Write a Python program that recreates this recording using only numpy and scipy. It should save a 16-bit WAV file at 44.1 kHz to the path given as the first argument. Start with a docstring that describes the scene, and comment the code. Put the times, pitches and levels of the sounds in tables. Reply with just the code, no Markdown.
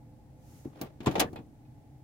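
"""Inside a parked car the engine idles as muffled noise, wavering tones, a pulsing whirr and a tone that dies away.
An arm reaches for the gear lever as a noise swish; the hand lands on it, the loose knob ticks and a first sharp
click has a bright treble edge. The lever leaves its notch with a thud and scrapes along the gate in uneven noise
and gliding squeaks; it drops into the next notch, the latch snaps home and the linkage settles over a low shudder.
Each contact strikes console, housing, detent and latch, built from decaying modes and dense noise bursts."""
import sys
import numpy as np
from scipy import signal
from scipy.fft import rfft, irfft, next_fast_len
from scipy.io import wavfile
from scipy.ndimage import map_coordinates

SR = 44100
rng = np.random.default_rng(int(sys.argv[2]) if len(sys.argv) > 2 else 0)


def transcribe(u):
    """Save the signal u as a 16-bit wav file named by the first command-line argument.

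    u: samples, shape (n,) or (channels, n), limited to [-1, 1]; the rate is SR.
    q: integer samples, one column per channel.
    """
    v = np.clip(np.atleast_2d(u).T, -1, 1)
    q = np.round(v * 32767).astype(np.int16)
    wavfile.write(sys.argv[1], SR, q)


N = 89567  # length in samples


def amp(db):
    """Decibels to linear gain."""
    return 10 ** (np.asarray(db) / 20)


def unit(x):
    """Scale a sound to rms 1."""
    return x / np.sqrt(np.mean(x ** 2) + 1e-20)


def along(points, hz):
    """Read a curve of (frequency, value) points, interpolated on a log frequency axis."""
    f, v = np.transpose(points)
    return np.interp(np.log(hz + 1), np.log(f + 1), v)


def wobble(rate):
    """A smooth random curve with rate knots a second."""
    knots = rng.standard_normal(1024)
    return map_coordinates(knots, [np.arange(N) * rate / SR], mode="wrap")


# how alike left and right are, from near mono in the bass to slightly opposed on top:
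# frequency_hz, correlation (1 = identical)
LIKENESS = [(50, 0.99), (300, 0.8), (600, 0.52), (1100, 0.18), (2500, 0), (15000, -0.27)]


def noise(colour, size):
    """Coloured stereo noise of rms 1, whose mid and side mix sets the left-right likeness."""
    hz = np.fft.rfftfreq(size, 1 / SR)
    turn = np.arccos(np.clip(along(LIKENESS, hz), -1, 1)) / 2
    phases = np.exp(2j * np.pi * rng.random((2, len(hz))))
    spread = [np.cos(turn), np.sin(turn)]
    mid, side = irfft(phases * amp(along(colour, hz)) * spread, size)
    return unit(np.array([mid + side, mid - side]))


def fade(t, attack_s, t60):
    """A quick rise times an exponential decay that loses 60 dB in t60 seconds."""
    return (1 - np.exp(-t / attack_s)) * np.exp(-np.log(1000) * t / t60)


def add(out, s, sound):
    """Mix a sound in at time s."""
    start = round(s * SR)
    out[:, start:start + sound.shape[1]] += sound[:, :N - start]


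def ring(t, modes, attack_s, scatter):
    """Decaying modes of a part; scatter (radians) sets how differently they reach the two microphones."""
    phases = scatter * rng.standard_normal((len(modes), 2, 1))
    total = 0
    for (hz, db, t60), phase in zip(modes, phases):
        total = total + amp(db) * fade(t, attack_s, t60) * np.sin(2 * np.pi * hz * t + phase)
    return total / np.sqrt(sum(amp(db) ** 2 for _, db, _ in modes) / 2)


CABIN_T60, CABIN_RISE_S = 0.067, 0.013


def burst(t, colour, attack_s, t60, cabin_db):
    """Countless close modes dying together as noise, with the cabin's weaker, slower-rising tail."""
    direct = fade(t, attack_s, t60)
    tail = amp(cabin_db) * fade(t, CABIN_RISE_S, CABIN_T60)
    return noise(colour, len(t)) * np.hypot(direct, tail)


def filtered(x, response):
    """Shape x by a response of frequency, padded so that the end does not wrap onto the start."""
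    m = next_fast_len(N + SR // 2)
    return irfft(rfft(x, m) * response(np.fft.rfftfreq(m, 1 / SR)), m)[..., :N]


# spectrum of the idle noise: frequency_hz, level_db
IDLE_COLOUR = [(15, -49.5), (25, -17.5), (64, -7.5), (97, -8), (130, -1), (180, -15), (223, -14.5),
               (309, -13), (335, -23), (550, -26), (840, -24), (911, -32), (1230, -41.5), (2050, -41),
               (3080, -47), (16000, -50)]
# steady engine and fan tones: pitch_hz, level_db
HUM_TONES = [(129.2, -69), (231.5, -72), (304, -70.5), (840, -76.5)]
IDLE_DB = -53.5
WHIRR_HZ, WHIRR_DB, WHIRR_DEPTH, TURNS_PER_S = 855, -74.5, .5, 12
FREE_HZ, FREE_DB, ENGAGE_S = 512, -68, 1.2  # the tone is gone when the gear engages


def idle():
    """The muffled engine and fan: rumble, wavering tones, a whirr pulsing once a turn and a dying tone."""
    t = np.arange(N) / SR
    tones = 0
    for hz, db in HUM_TONES:
        level = amp(db + 0.7 * wobble(1.6)) * np.sqrt(2)
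        tones = tones + level * np.sin(2 * np.pi * hz * t + 0.37 * wobble(36))
    band = noise([(WHIRR_HZ / 2, -60), (WHIRR_HZ * .9, -12), (WHIRR_HZ, 0),
                  (WHIRR_HZ * 1.2, -40), (WHIRR_HZ * 2, -80)], N)
    pulse = 1 + WHIRR_DEPTH * np.sin(2 * np.pi * TURNS_PER_S * t + 2.1 * wobble(3.2))
    whirr = amp(WHIRR_DB) * pulse * band
    dying = np.sqrt(np.clip(1 - (t / ENGAGE_S) ** 2, 0, 1))
    free = amp(FREE_DB) * dying * np.sin(2 * np.pi * FREE_HZ * t + wobble(4.3))
    return amp(IDLE_DB) * noise(IDLE_COLOUR, N) + tones + free + whirr


# dense ring of the console, also used for the lever's thuds: frequency_hz, level_db
THUD_SPECTRUM = [(40, -16.5), (75, -9.5), (125, -5.5), (180, -9.5), (300, -5), (420, -18.5), (700, -27.5),
                 (2000, -51.5)]
SHUDDER_S, SHUDDER_RISE_S, SHUDDER_T60 = 1.1, 0.13, 0.74
SHUDDER_DB = -26.5  # before the rise and decay


def shudder():
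    """The console goes on rumbling as the linkage settles: low noise that swells and decays."""
    t = np.maximum(np.arange(N) / SR - SHUDDER_S, 0)
    return amp(SHUDDER_DB) * fade(t, SHUDDER_RISE_S, SHUDDER_T60) * noise(THUD_SPECTRUM, N)


# spectrum of the sleeve's swish: frequency_hz, level_db
SLEEVE_SPECTRUM = [(500, 10), (2000, 4.5), (4000, 0.5), (6800, 8), (9000, 1.5)]
SLEEVE_S, SLEEVE_WIDTH_S, SLEEVE_DB = 0.56, 0.13, -63  # peak time, half-width at 1/e, peak level


def sleeve():
    """A soft noise swish swells and fades as the arm slides toward the lever."""
    swell = np.exp(-((np.arange(N) / SR - SLEEVE_S) / SLEEVE_WIDTH_S) ** 2)
    return amp(SLEEVE_DB) * swell * noise(SLEEVE_SPECTRUM, N)


# rubbing of the grip and the mechanism, a level curve: time_s, level_db
RUB_LEVEL = [(0.631, -92), (0.65, -56), (0.672, -70.5), (0.794, -51.5), (0.86, -46.5), (.92, -68),
             (0.998, -71), (1.04, -49), (1.1, -45), (1.144, -42.5), (1.185, -60), (1.251, -64)]
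# spectrum of the rubbing: frequency_hz, level_db
RUB_SPECTRUM = [(100, -9.5), (300, 8), (800, -0.5), (1500, -10.5), (3500, -17), (9000, -31)]
# brief squeaks and rings of the plastic under load: start_s, length_s, pitch_hz, level_db
PLASTIC_SQUEAKS = [(1.0588, 0.025, 1029, -32), (1.063, 0.016, 7450, -44.5), (1.257, 0.042, 1730, -55)]
SQUEAK_RISE_HZ_PER_S, SQUEAK_JITTER, SQUEAK_ROUGH_DB = 1800, .035, 4  # jitter as a fraction of pitch


def scrape():
    """Plastic rubs unevenly along the gate and gives brief, rough squeaks with a rising glide."""
    level_db = np.interp(np.arange(N) / SR, *np.transpose(RUB_LEVEL), left=-120, right=-120)
    out = amp(level_db + 2.8 * wobble(170)) * noise(RUB_SPECTRUM, N)
    for s, length, hz, db in PLASTIC_SQUEAKS:
        count = int(length * SR)
        slip = np.array([wobble(1000) for _ in range(2)])[:, :count]  # each side slips on its own
        glide = SQUEAK_RISE_HZ_PER_S * (np.arange(count) / SR - length / 2)
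        pitch = hz * (1 + SQUEAK_JITTER * slip) + glide
        swell = np.sin(np.pi * np.arange(count) / count)
        level = amp(db + SQUEAK_ROUGH_DB * wobble(520)[:count]) * swell
        add(out, s, level * np.sqrt(2) * np.sin(2 * np.pi * np.cumsum(pitch, axis=1) / SR))
    return out


# bright, dry treble edge of the first sharp click: start_s, level_db
CLICK_EDGES = [(0.8147, -35.5)]
# spectrum of the edge: frequency_hz, level_db
EDGE_SPECTRUM = [(5000, -34), (10000, -11), (13500, -1), (16000, 6.5)]


def click_edge():
    """The bright, dry treble edge of the first sharp click: a noise burst with a faint cabin tail."""
    out, t = np.zeros((2, N)), np.arange(SR // 2) / SR
    for s, db in CLICK_EDGES:
        add(out, s, amp(db) * burst(t, EDGE_SPECTRUM, attack_s=0.00045, t60=0.078, cabin_db=-29))
    return out


# ticks of the loose knob: start_s, level_db
KNOB_TICKS = [(0.746, -75), (1.3597, -49.5), (1.376, -61), (1.65, -74)]
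# modes of the knob: pitch_hz, level_db
KNOB_MODES = [(1700, -3), (2170, -3), (2520, 2), (3430, -5), (4150, -5)]
# dense ring of the detent, also used for the knob: frequency_hz, level_db
CLACK_SPECTRUM = [(600, -25), (1400, -3.5), (2500, -2.5), (3600, -5.5), (5000, -14.5), (7400, -17.5),
                  (8200, -31), (16000, -44)]
KNOB_T60 = 0.096  # s


def rattle():
    """The loose plastic knob ticks and rings, dulled, under the hand and as the lever comes to rest."""
    out, t = np.zeros((2, N)), np.arange(SR // 2) / SR
    knob = [(hz, db, KNOB_T60) for hz, db in KNOB_MODES]
    dull = signal.butter(6, 4700, fs=SR, output="sos")
    for s, db in KNOB_TICKS:
        tick = (ring(t, knob, attack_s=0.00082, scatter=0.62)
                + burst(t, CLACK_SPECTRUM, attack_s=0.00087, t60=KNOB_T60, cabin_db=-45))
        add(out, s, amp(db) * tick)
    return signal.sosfilt(dull, out)


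# contacts of the mechanism, with the console's thud, the housing's knock, the detent's clack and
# the latch's snap: start_s, thud_level_db, knock_level_db, clack_level_db, snap_level_db
LEVER_CONTACTS = [ (0.655, -27, -52, -84, -74), (0.8131, -28.5, -36.5, -45, -38),
                  (0.835, -37.5, -45, -59, -59), (1.004, -31.5, -47, -48, -61),
                  (1.0603, -48.5, -33, -33, -39.5), (1.0696, -12.5, -25, -32.5, -52),
                  (1.079, -23, -34, -52, -58), (1.097, -31, -54.5, -56.5, -69),
                  (1.1115, -52.5, -48, -43, -50), (1.154, -36, -25, -32.5, -53),
                  (1.18, -23.5, -32.5, -40, -60.5), (1.196, -33.5, -27.5, -22, -21.5),
                  (1.2008, -36.5, -26.5, -28, -19.5), (1.212, -27.5, -23, -27, -54),
                  (1.225, -25, -34, -47.5, -64), (1.33, -34, -47.5, -79, -58.5),
                  (1.358, -56.5, -40, -72.5, -57.5), (1.388, -36, -48.5, -66, -69)]
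# modes of the console: pitch_hz, level_db, t60_s
CONSOLE_MODES = [(137.8, -10, 0.17), (196.4, -9, 0.075), (238, -3, 0.08), (285, 0.5, 0.065),
                 (332, 3, 0.043), (420, -13, 0.099)]
# modes of the housing: pitch_hz, level_db, t60_s
HOUSING_MODES = [(466, -6, 0.18), (588, -2.5, 0.027), (661, -4, 0.063), (736, -2.5, 0.097), (801, -2, 0.07),
                 (883, -6.5, 0.12), (1158, -12.5, 0.1), (1392, -15.5, 0.074)]
# modes of the detent: pitch_hz, level_db
DETENT_MODES = [(1679, -3), (1833, -5), (2408, -4), (2877, -4), (3075, -4), (3588, 0), (3666, -2),
                (4097, -6), (5122, -7)]
# dense ring of the housing: frequency_hz, level_db
KNOCK_SPECTRUM = [(150, -22.5), (350, 4), (520, 3.5), (760, 0.5), (1050, -4), (1400, -12), (2500, -15.5),
                  (7000, -39)]
# dense ring of the latch: frequency_hz, level_db
SNAP_SPECTRUM = [(1500, -14), (4000, 3), (5600, -0.5), (7300, 1), (8100, -4.5), (9000, -3.5), (11000, -3),
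                 (13500, -5.5), (16000, -5.5)]
THUD_RING_DB, THUD_DENSE_DB, THUD_ATTACK_S, THUD_T60 = 2, -8, .0022, .085
HOUSING_RING_DB, HOUSING_DENSE_DB = 1.5, -3.5
KNOCK_T60, CLACK_T60, SNAP_T60, DETENT_T60 = 0.15, 0.08, 0.05, 0.06  # s
PADDING_HZ = 480  # padded contact dulls the thud


def lever():
    """Every contact rings console, housing, detent and latch, each with its own strength."""
    out, t = np.zeros((2, N)), np.arange(SR // 2) / SR
    padding = signal.butter(3, PADDING_HZ, fs=SR, output="sos")
    detent = [(hz, db, DETENT_T60) for hz, db in DETENT_MODES]
    for s, thud_db, knock_db, clack_db, snap_db in LEVER_CONTACTS:
        thud_dense = burst(t, THUD_SPECTRUM, THUD_ATTACK_S, THUD_T60, cabin_db=-9.0)
        thud_ring = ring(t, CONSOLE_MODES, THUD_ATTACK_S, scatter=.2)
        thud = amp(THUD_DENSE_DB) * thud_dense - amp(THUD_RING_DB) * thud_ring
        knock_ring = ring(t, HOUSING_MODES, attack_s=0.001, scatter=.9)
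        knock_dense = burst(t, KNOCK_SPECTRUM, attack_s=0.002, t60=KNOCK_T60, cabin_db=-24.5)
        knock = amp(HOUSING_RING_DB) * knock_ring + amp(HOUSING_DENSE_DB) * knock_dense
        clack = (amp(-8) * ring(t, detent, attack_s=0.0032, scatter=2.9)
                 + burst(t, CLACK_SPECTRUM, attack_s=0.0013, t60=CLACK_T60, cabin_db=-51))
        snap = burst(t, SNAP_SPECTRUM, attack_s=0.00039, t60=SNAP_T60, cabin_db=-41.5)
        add(out, s, amp(thud_db) * signal.sosfilt(padding, thud) + amp(knock_db) * knock
            + amp(clack_db) * clack + amp(snap_db) * snap)
    return out


# stereo balance of the sounds at the lever: frequency_hz, left_minus_right_db
LEVER_BALANCE = [(150, 2), (2300, -0.5), (5500, 3), (7800, 0.5), (9300, -7), (12000, -8), (15500, -2)]
LOW_CUT_HZ = 62  # keeps the contacts free of boom
LEFT_LEAD_S = .00012


def scene():
    """Lever sounds reach the left first but their top treble favours the right; idle and shudder join unplaced."""
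    sides = np.array([[1], [-1]])  # left, right
    low_cut = signal.butter(2, LOW_CUT_HZ, "high", fs=SR, output="sos")
    near = signal.sosfilt(low_cut, lever() + rattle() + click_edge() + scrape() + sleeve())

    def placing(hz):
        """Level and arrival-time difference between the two sides."""
        level = amp(sides * along(LEVER_BALANCE, hz) / 2)
        return level * np.exp(1j * np.pi * sides * hz * LEFT_LEAD_S)

    return filtered(near, placing) + shudder() + idle()


TOP_HZ = 15920


def record(dry):
    """The recorder's steep band limit removes the highest treble."""
    return filtered(dry, lambda hz: 1 / np.sqrt(1 + (hz / TOP_HZ) ** 240))


dry = scene()
out = record(dry)
transcribe(out)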